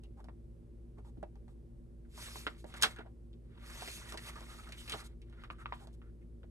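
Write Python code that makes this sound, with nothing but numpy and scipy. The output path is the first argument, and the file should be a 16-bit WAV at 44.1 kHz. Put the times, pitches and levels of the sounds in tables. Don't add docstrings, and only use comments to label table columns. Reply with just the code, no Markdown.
import sys
import numpy as np
from scipy import signal
from scipy.fft import rfft, irfft, next_fast_len
from scipy.io import wavfile
from scipy.ndimage import uniform_filter1d

SR = 44100
rng = np.random.default_rng(int(sys.argv[2]) if len(sys.argv) > 2 else 0)


def pcm_store(signal):
    levels = np.round(np.clip(np.atleast_2d(signal), -1, 1) * 32767)
    wavfile.write(sys.argv[1], SR, levels.astype(np.int16).T)


N = 287038
EVENT_SIZE = 4096

# frequency_hz, relative level_db
CRACK_SPECTRUM = [(1200, -29.5), (2000, -16), (3300, -2.5), (4500, -0.5), (9200, -4), (12500, -15),
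                  (14700, -20), (15600, -39.5)]


def gain_of(db):
    return 10 ** (np.asarray(db) / 20)


def evened(x):
    return x / np.sqrt(np.mean(x ** 2) + 1e-20)


def read(points, hz):
    f, value = np.transpose(points)
    return np.interp(np.log(hz + 1e-3), np.log(f + 1e-3), value)


def coloured(x, spectrum):
    size = next_fast_len(x.shape[-1])
    hz = np.fft.rfftfreq(size, 1 / SR)
    gain = evened(gain_of(read(spectrum, hz)))
    return irfft(rfft(x, size) * gain, size)[..., :x.shape[-1]]


def patchy(spectrum, patchy_db, flicker_db):
    frames = N // 64 + 5
    a, b, c, d, patches = rng.standard_normal((frames, 129, 5)).T
    patches = uniform_filter1d(patches, size=4, axis=0)
    patches = evened(uniform_filter1d(patches, size=10, axis=1))
    flicker = evened(uniform_filter1d(rng.standard_normal(frames), size=5))
    level = gain_of(patchy_db * patches + flicker_db * flicker)
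    cells = np.array([a + 1j * b, c + 1j * d]) * level
    noise = signal.istft(cells, nperseg=256, noverlap=192)[1][:, :N]
    return evened(coloured(noise, spectrum))


def ports(pair, same, lead, tilt_db):
    size = next_fast_len(N)
    hz = np.fft.rfftfreq(size, 1 / SR)
    a, b = rfft(pair, size)
    same = np.clip(same(hz), -1, 1)
    turn = np.exp(1j * lead(hz))
    tilt = gain_of(tilt_db(hz) / 2)
    left = a * tilt
    right = (same * a / turn + np.sqrt(1 - same ** 2) * b) / tilt
    mean_gain = np.sqrt((1 + same * turn.real) / 2 + 0.089)
    return irfft(np.array([left, right]) / mean_gain, size)[:, :N]


def played(table, sound):
    out = np.zeros((2, N + EVENT_SIZE))
    noise = rng.standard_normal((len(table), 3, 2, EVENT_SIZE))
    for (start_s, *how), chance in zip(table, noise):
        first = round(start_s * SR)
        out[:, first:first + EVENT_SIZE] += sound(*how, chance)
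    return out[:, :N]


def motor():
    orders = [(1, 0), (2, 0), (5, -1), (3, 0), (1, 1), (2, 1), (0, 2), (5, 0), (3, 1), (4, 1), (2, 2),
              (5, 1), (6, 1), (4, 2)]
    levels_db = [-53.5, -68, -76, -72, -76.5, -67, -67, -87.5, -87.5, -67.5, -79, -84.5, -79, -82.5]
    shaft_hz, pull_hz = 55.8, 119.95
    port_delay_s = 0.00054
    t, out = np.arange(N) / SR, np.zeros((2, N))
    for (shaft, pull), db, start in zip(orders, levels_db, rng.random(len(levels_db))):
        hz = shaft * shaft_hz + pull * pull_hz
        lag = hz * port_delay_s * np.array([[.5], [-.5]])
        out += np.sqrt(2) * gain_of(db) * np.cos(2 * np.pi * (hz * t + start - lag))
    return out


def air():
    # frequency_hz, relative level_db
    rumble_spectrum = [(22, -32), (37, 0), (48, -5), (59, -2.5), (70, -7.5), (100, -11), (122, -2.5),
                       (138, -12.5), (270, -20.5), (410, -18), (450, -27.5), (550, -26.5), (700, -38),
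                       (1200, -46.5), (3500, -54.5), (7000, -57.5), (9000, -53.5), (11000, -58.5),
                       (13500, -64), (15500, -77.5)]
    # frequency_hz, likeness (-1 to 1)
    likeness = [(60, 0.89), (150, 0.79), (380, 0.94), (950, -0.47), (2380, 0.28), (5980, 0.35),
                (15000, 0.28)]
    noise = evened(coloured(rng.standard_normal((2, N)), rumble_spectrum))
    pair = ports(noise, lambda hz: read(likeness, hz), np.zeros_like, lambda hz: 0.88 * (hz < 200))
    return gain_of(-56.5) * pair


def ringing(noise, ring_hz, sharp):
    # share of the ring pitch, level_db before sharpening
    resonance = [(.3, -29), (.6, -12.5), (.9, -10), (1, -0.5), (1.12, -7), (1.45, -10), (1.8, -16.5),
                 (2.8, -23.5), (7, -44), (16, -42.5)]
    limp_hz = 4730
    hz = np.geomspace(100, 20000, num=120)
    limp_loss_db = 10 * np.log10(1 + (hz / limp_hz) ** 8)
    level_db = sharp * read(resonance, hz / ring_hz) - limp_loss_db
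    return coloured(noise, np.transpose([hz, level_db]))


def scuff(length_s, rub_db, ring_hz, hiss_db, noise):
    # frequency_hz, relative level_db
    brush_spectrum = [(2000, -22), (3500, -2.5), (5500, -5.5), (8000, -0.5), (11000, -6.5), (13300, -13.5),
                      (14300, -21.5), (15600, -63.5)]
    u = np.arange(noise.shape[-1]) / SR / max(length_s, .01)
    rise_or_fall = np.minimum(u / 0.34, (1.15 - u) / .45)
    swell = np.sin(np.pi / 2 * np.clip(rise_or_fall, 0, 1))
    rub = gain_of(rub_db) * ringing(noise[0], ring_hz, 1.4)
    hiss = gain_of(hiss_db) * coloured(noise[1], brush_spectrum)
    return swell * (rub + hiss)


def pop(t, hz, cycles):
    u = t * hz / cycles
    return (u * np.exp(1 - u)) ** 2 * np.sin(2 * np.pi * hz * t) * [[1], [0]]


def snap(db, ring_hz, crack_db, thud_db, noise):
    # frequency_hz, relative level_db
    thud_spectrum = [(60, -37.5), (170, -7), (420, -3), (800, -5.5), (2000, -62)]
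    t = np.arange(noise.shape[-1]) / SR
    t60_s = 0.093 * 2 ** (crack_db / 32.5)
    fade = gain_of(-60 * t / t60_s) / (1 + (t / .05) ** 6)
    rattle = (1 - np.exp(-(t / 0.0045) ** 2)) * fade
    ring = 0.7 * pop(t, ring_hz, 1.3) + 0.36 * pop(t, 2.1 * ring_hz, 1.3)
    ring = ring + 0.45 * rattle * ringing(noise[0], ring_hz, 0.85)
    thud = 0.46 * pop(t, 280, 0.33) + 0.53 * rattle * coloured(noise[2], thud_spectrum)
    tick = (t / .0016 * np.exp(1 - t / .0016)) ** 2
    crack = (0.51 * tick + 0.19 * rattle) * coloured(noise[1], CRACK_SPECTRUM)
    return gain_of(db) * (ring + gain_of(thud_db) * thud + gain_of(crack_db) * crack)


def room(x):
    size, t60_s = 6000, 0.12
    t = np.arange(size) / SR
    signs = rng.choice([-1., 1.], (2, size))
    sparse = (rng.random((2, size)) < .05) * (t > .003)
    taps = signs * sparse * gain_of(-60 * t / t60_s)
    taps = taps / np.linalg.norm(taps, axis=1, keepdims=True)
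    taps = signal.lfilter([.45], [1, -.55], taps)
    return signal.fftconvolve(x[:1], taps, axes=1)[:, :N]


def gritty():
    ticks = rng.random(N) < 600 / SR
    size = gain_of(5.5 * np.minimum(rng.exponential(1, N), 3)) * ticks
    return evened(coloured(size * rng.choice([-1., 1.], N), CRACK_SPECTRUM)) * [[1], [0]]


def strokes():
    # time_s, sliding hiss_db (ahead of the added grit), flexing sheet_db
    page_strokes = [
        [(2.09, -84, -94), (2.16, -62, -71.5), (2.23, -51.5, -57), (2.33, -58, -60.5), (2.39, -54, -66),
         (2.45, -63.5, -65), (2.55, -80, -69), (2.64, -76, -86)],
        [(2.66, -94, -72), (2.75, -68, -62), (2.805, -70, -56), (2.86, -56, -50), (2.945, -73.5, -67),
         (3.03, -99, -79), (3.1, -99, -81.5)],
        [(3.43, -99, -89), (3.54, -93, -75), (3.67, -62, -60), (3.82, -54, -58), (3.97, -52.5, -62.5),
         (4.03, -63.5, -61), (4.12, -59, -60), (4.165, -69, -67.5), (4.29, -53, -53), (4.315, -67, -60),
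         (4.6, -65, -64.5), (4.72, -71, -64), (4.86, -62.5, -65.5), (4.91, -58.5, -54), (4.96, -61, -61),
         (5.01, -58, -62), (5.035, -74.5, -64.5), (5.15, -99, -85)],
        [(5.26, -99, -84), (5.45, -80.5, -67.5), (5.5, -101.5, -79.5), (5.78, -77.5, -68.5), (5.97, -99, -89)],
    ]
    # frequency_hz, relative level_db
    hiss_spectrum = [(880, -28.5), (1500, -8), (2650, 0), (2950, -7), (3160, -4.5), (4860, -1.5),
                     (8010, -1), (9940, -4), (13300, -9), (14100, -23), (15600, -69)]
    # frequency_hz, relative level_db
    sheet_spectrum = [(250, -31), (500, -6.5), (800, -8.5), (1250, -3), (1600, -5.5), (2100, -6),
                      (2700, -14), (3300, -13), (5000, -21.5), (8000, -53)]
    t, hiss, sheet = np.arange(N) / SR, np.zeros(N), np.zeros(N)
    for rows in page_strokes:
        s, hiss_db, sheet_db = np.transpose(rows)
        touch = np.clip(np.minimum(t - s[0], s[-1] - t) / .02 + .5, 0, 1)
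        hiss += touch * gain_of(np.interp(t, s, hiss_db))
        sheet += touch * gain_of(np.interp(t, s, sheet_db))
    lumps = patchy(sheet_spectrum, 2.6, 2.2)
    grain = patchy(hiss_spectrum, 2.6, 0.53) + 0.36 * gritty()
    return hiss * grain + sheet * lumps


def scene():
    # start_s, length_s, rub_db, ring_hz, hiss_db
    rubs = [(0.03, 0.031, -75, 2730, -99), (0.165, 0.052, -66, 815, -84), (0.97, 0.036, -69, 915, -87),
            (1.04, 0.062, -69.5, 840, -79), (1.172, 0.017, -49.5, 199, -99), (1.475, 0.057, -82, 870, -85),
            (2.045, 0.021, -77.5, 1470, -99), (2.575, 0.042, -78, 2260, -70),
            (2.655, 0.067, -67.5, 726, -69.5), (2.76, 0.026, -70, 1480, -60), (2.812, 0.02, -55, 1500, -45),
            (2.9, 0.025, -62, 1500, -62.5), (2.955, 0.073, -58.5, 1430, -81),
            (3.045, 0.041, -64.5, 704, -96), (4.085, 0.024, -57, 1920, -57),
            (4.35, 0.045, -54.5, 1170, -73), (4.48, 0.072, -58.5, 1220, -64.5),
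            (4.58, 0.029, -56.5, 1260, -70), (4.665, 0.031, -55.5, 1280, -87),
            (4.77, 0.056, -61.5, 2990, -60.5), (5.035, 0.041, -68.5, 1330, -62),
            (5.36, 0.065, -68.5, 1340, -94.5), (5.505, 0.03, -63, 1193, -74), (5.58, 0.055, -59, 1310, -74),
            (5.735, 0.029, -80, 1330, -73), (5.79, 0.065, -64.5, 787, -72), (5.925, 0.029, -84, 734, -75.5),
            (6.01, 0.1, -76, 1380, -98.5), (6.21, 0.026, -79, 1883, -96.5), (6.433, 0.015, -61.5, 510, -99)]
    # start_s, level_db, ring_hz, crack_db and thud_db relative to the ring
    snaps = [(0.035, -62, 788, 2.5, -17), (0.202, -51, 786, -21, -17), (0.242, -52, 665, -8, -12),
             (0.285, -43.5, 880, -31, 3.5), (0.983, -52, 880, -21, 6), (1.048, -59, 900, -19, -14),
             (1.171, -59.5, 660, -21, -10), (1.228, -37.5, 694, -24, 4.5), (1.355, -57.5, 802, -11, -9),
             (1.48, -54, 813, -15.5, -11), (2.177, -42, 954, -15, -21), (2.357, -36, 975, -26, -2.5),
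             (2.467, -22, 1400, -23, -7), (2.642, -43.5, 780, -16, 8), (2.74, -37.5, 1370, -13.5, -11),
             (2.823, -25.5, 1580, 6.5, -16), (2.8315, -22, 3256, 4, -12), (2.836, -13.5, 1446, -19, -17),
             (2.845, -29.5, 1190, -14.5, -4.5), (2.856, -33.5, 1450, -18.5, -1.5),
             (2.962, -47.5, 1540, -7.5, -19), (2.987, -41, 1440, -19, 2.5), (3.005, -39.5, 806, -32, -20),
             (3.061, -49, 670, -31.5, -2), (3.331, -59.5, 3400, -36.5, -19.5),
             (3.821, -35, 739, -13, -14.5), (3.876, -36.5, 2100, -10.5, -2.5),
             (4.122, -38.5, 1220, -3.5, -4.5), (4.142, -38, 960, -14, 3.5), (4.174, -39, 1870, 0.5, -12),
             (4.358, -47, 1230, -17, 1), (4.406, -48, 1020, -4, 2), (4.69, -52.5, 1470, 0.5, 0),
             (4.722, -41, 2170, -3.5, -22), (4.878, -41, 2360, -11, -9), (4.896, -36, 2390, 2, -22),
             (4.921, -30.5, 3000, -7.5, -13), (4.937, -32, 1230, -14, -4.5), (4.943, -33.5, 765, -19, -1.5),
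             (5.002, -44.5, 1235, -6, -12), (5.217, -58.5, 2300, -4, -19), (5.297, -67.5, 830, -0.5, -16),
             (5.327, -54, 1420, -17, -6.5), (5.437, -39.5, 1280, -20, -31), (5.502, -29.5, 1200, -46, -9),
             (5.563, -61.5, 1360, -24.5, -8), (5.658, -27, 1180, -55.5, -18.5),
             (5.723, -27, 940, -41.5, -12), (5.738, -40, 1430, -39.5, -17.5),
             (5.871, -52, 665, -5.5, -21.5), (6.017, -52.5, 1288, -30, -13.5), (6.432, -54, 1440, -27, -9)]
    # frequency_hz, left_lead_radians
    book_lead = [(60, 0), (200, -.3), (600, -1.2), (1000, -.7), (2500, -1.9), (3300, -2.4), (4100, -3.9),
                 (6700, -6.4), (9500, -6.2), (11000, -5.1), (15300, -3.1)]
    # frequency_hz, left_above_right_db
    book_tilt = [(60, 1.5), (180, 1), (550, -5.5), (1650, -0.5), (4970, -1.5), (15000, 0.5)]
    paper = played(rubs, scuff) + played(snaps, snap) + strokes()
    near = ports(paper, lambda hz: 0.84 + 0 * hz, lambda hz: read(book_lead, hz),
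                 lambda hz: read(book_tilt, hz))
    return near + gain_of(-7.5) * room(paper) + motor() + air()


def record(dry):
    low_pass = signal.firwin(511, 15700, window=("kaiser", 9), fs=SR)
    return signal.oaconvolve(dry, low_pass[None], "same")


dry = scene()
out = record(dry)
pcm_store(out)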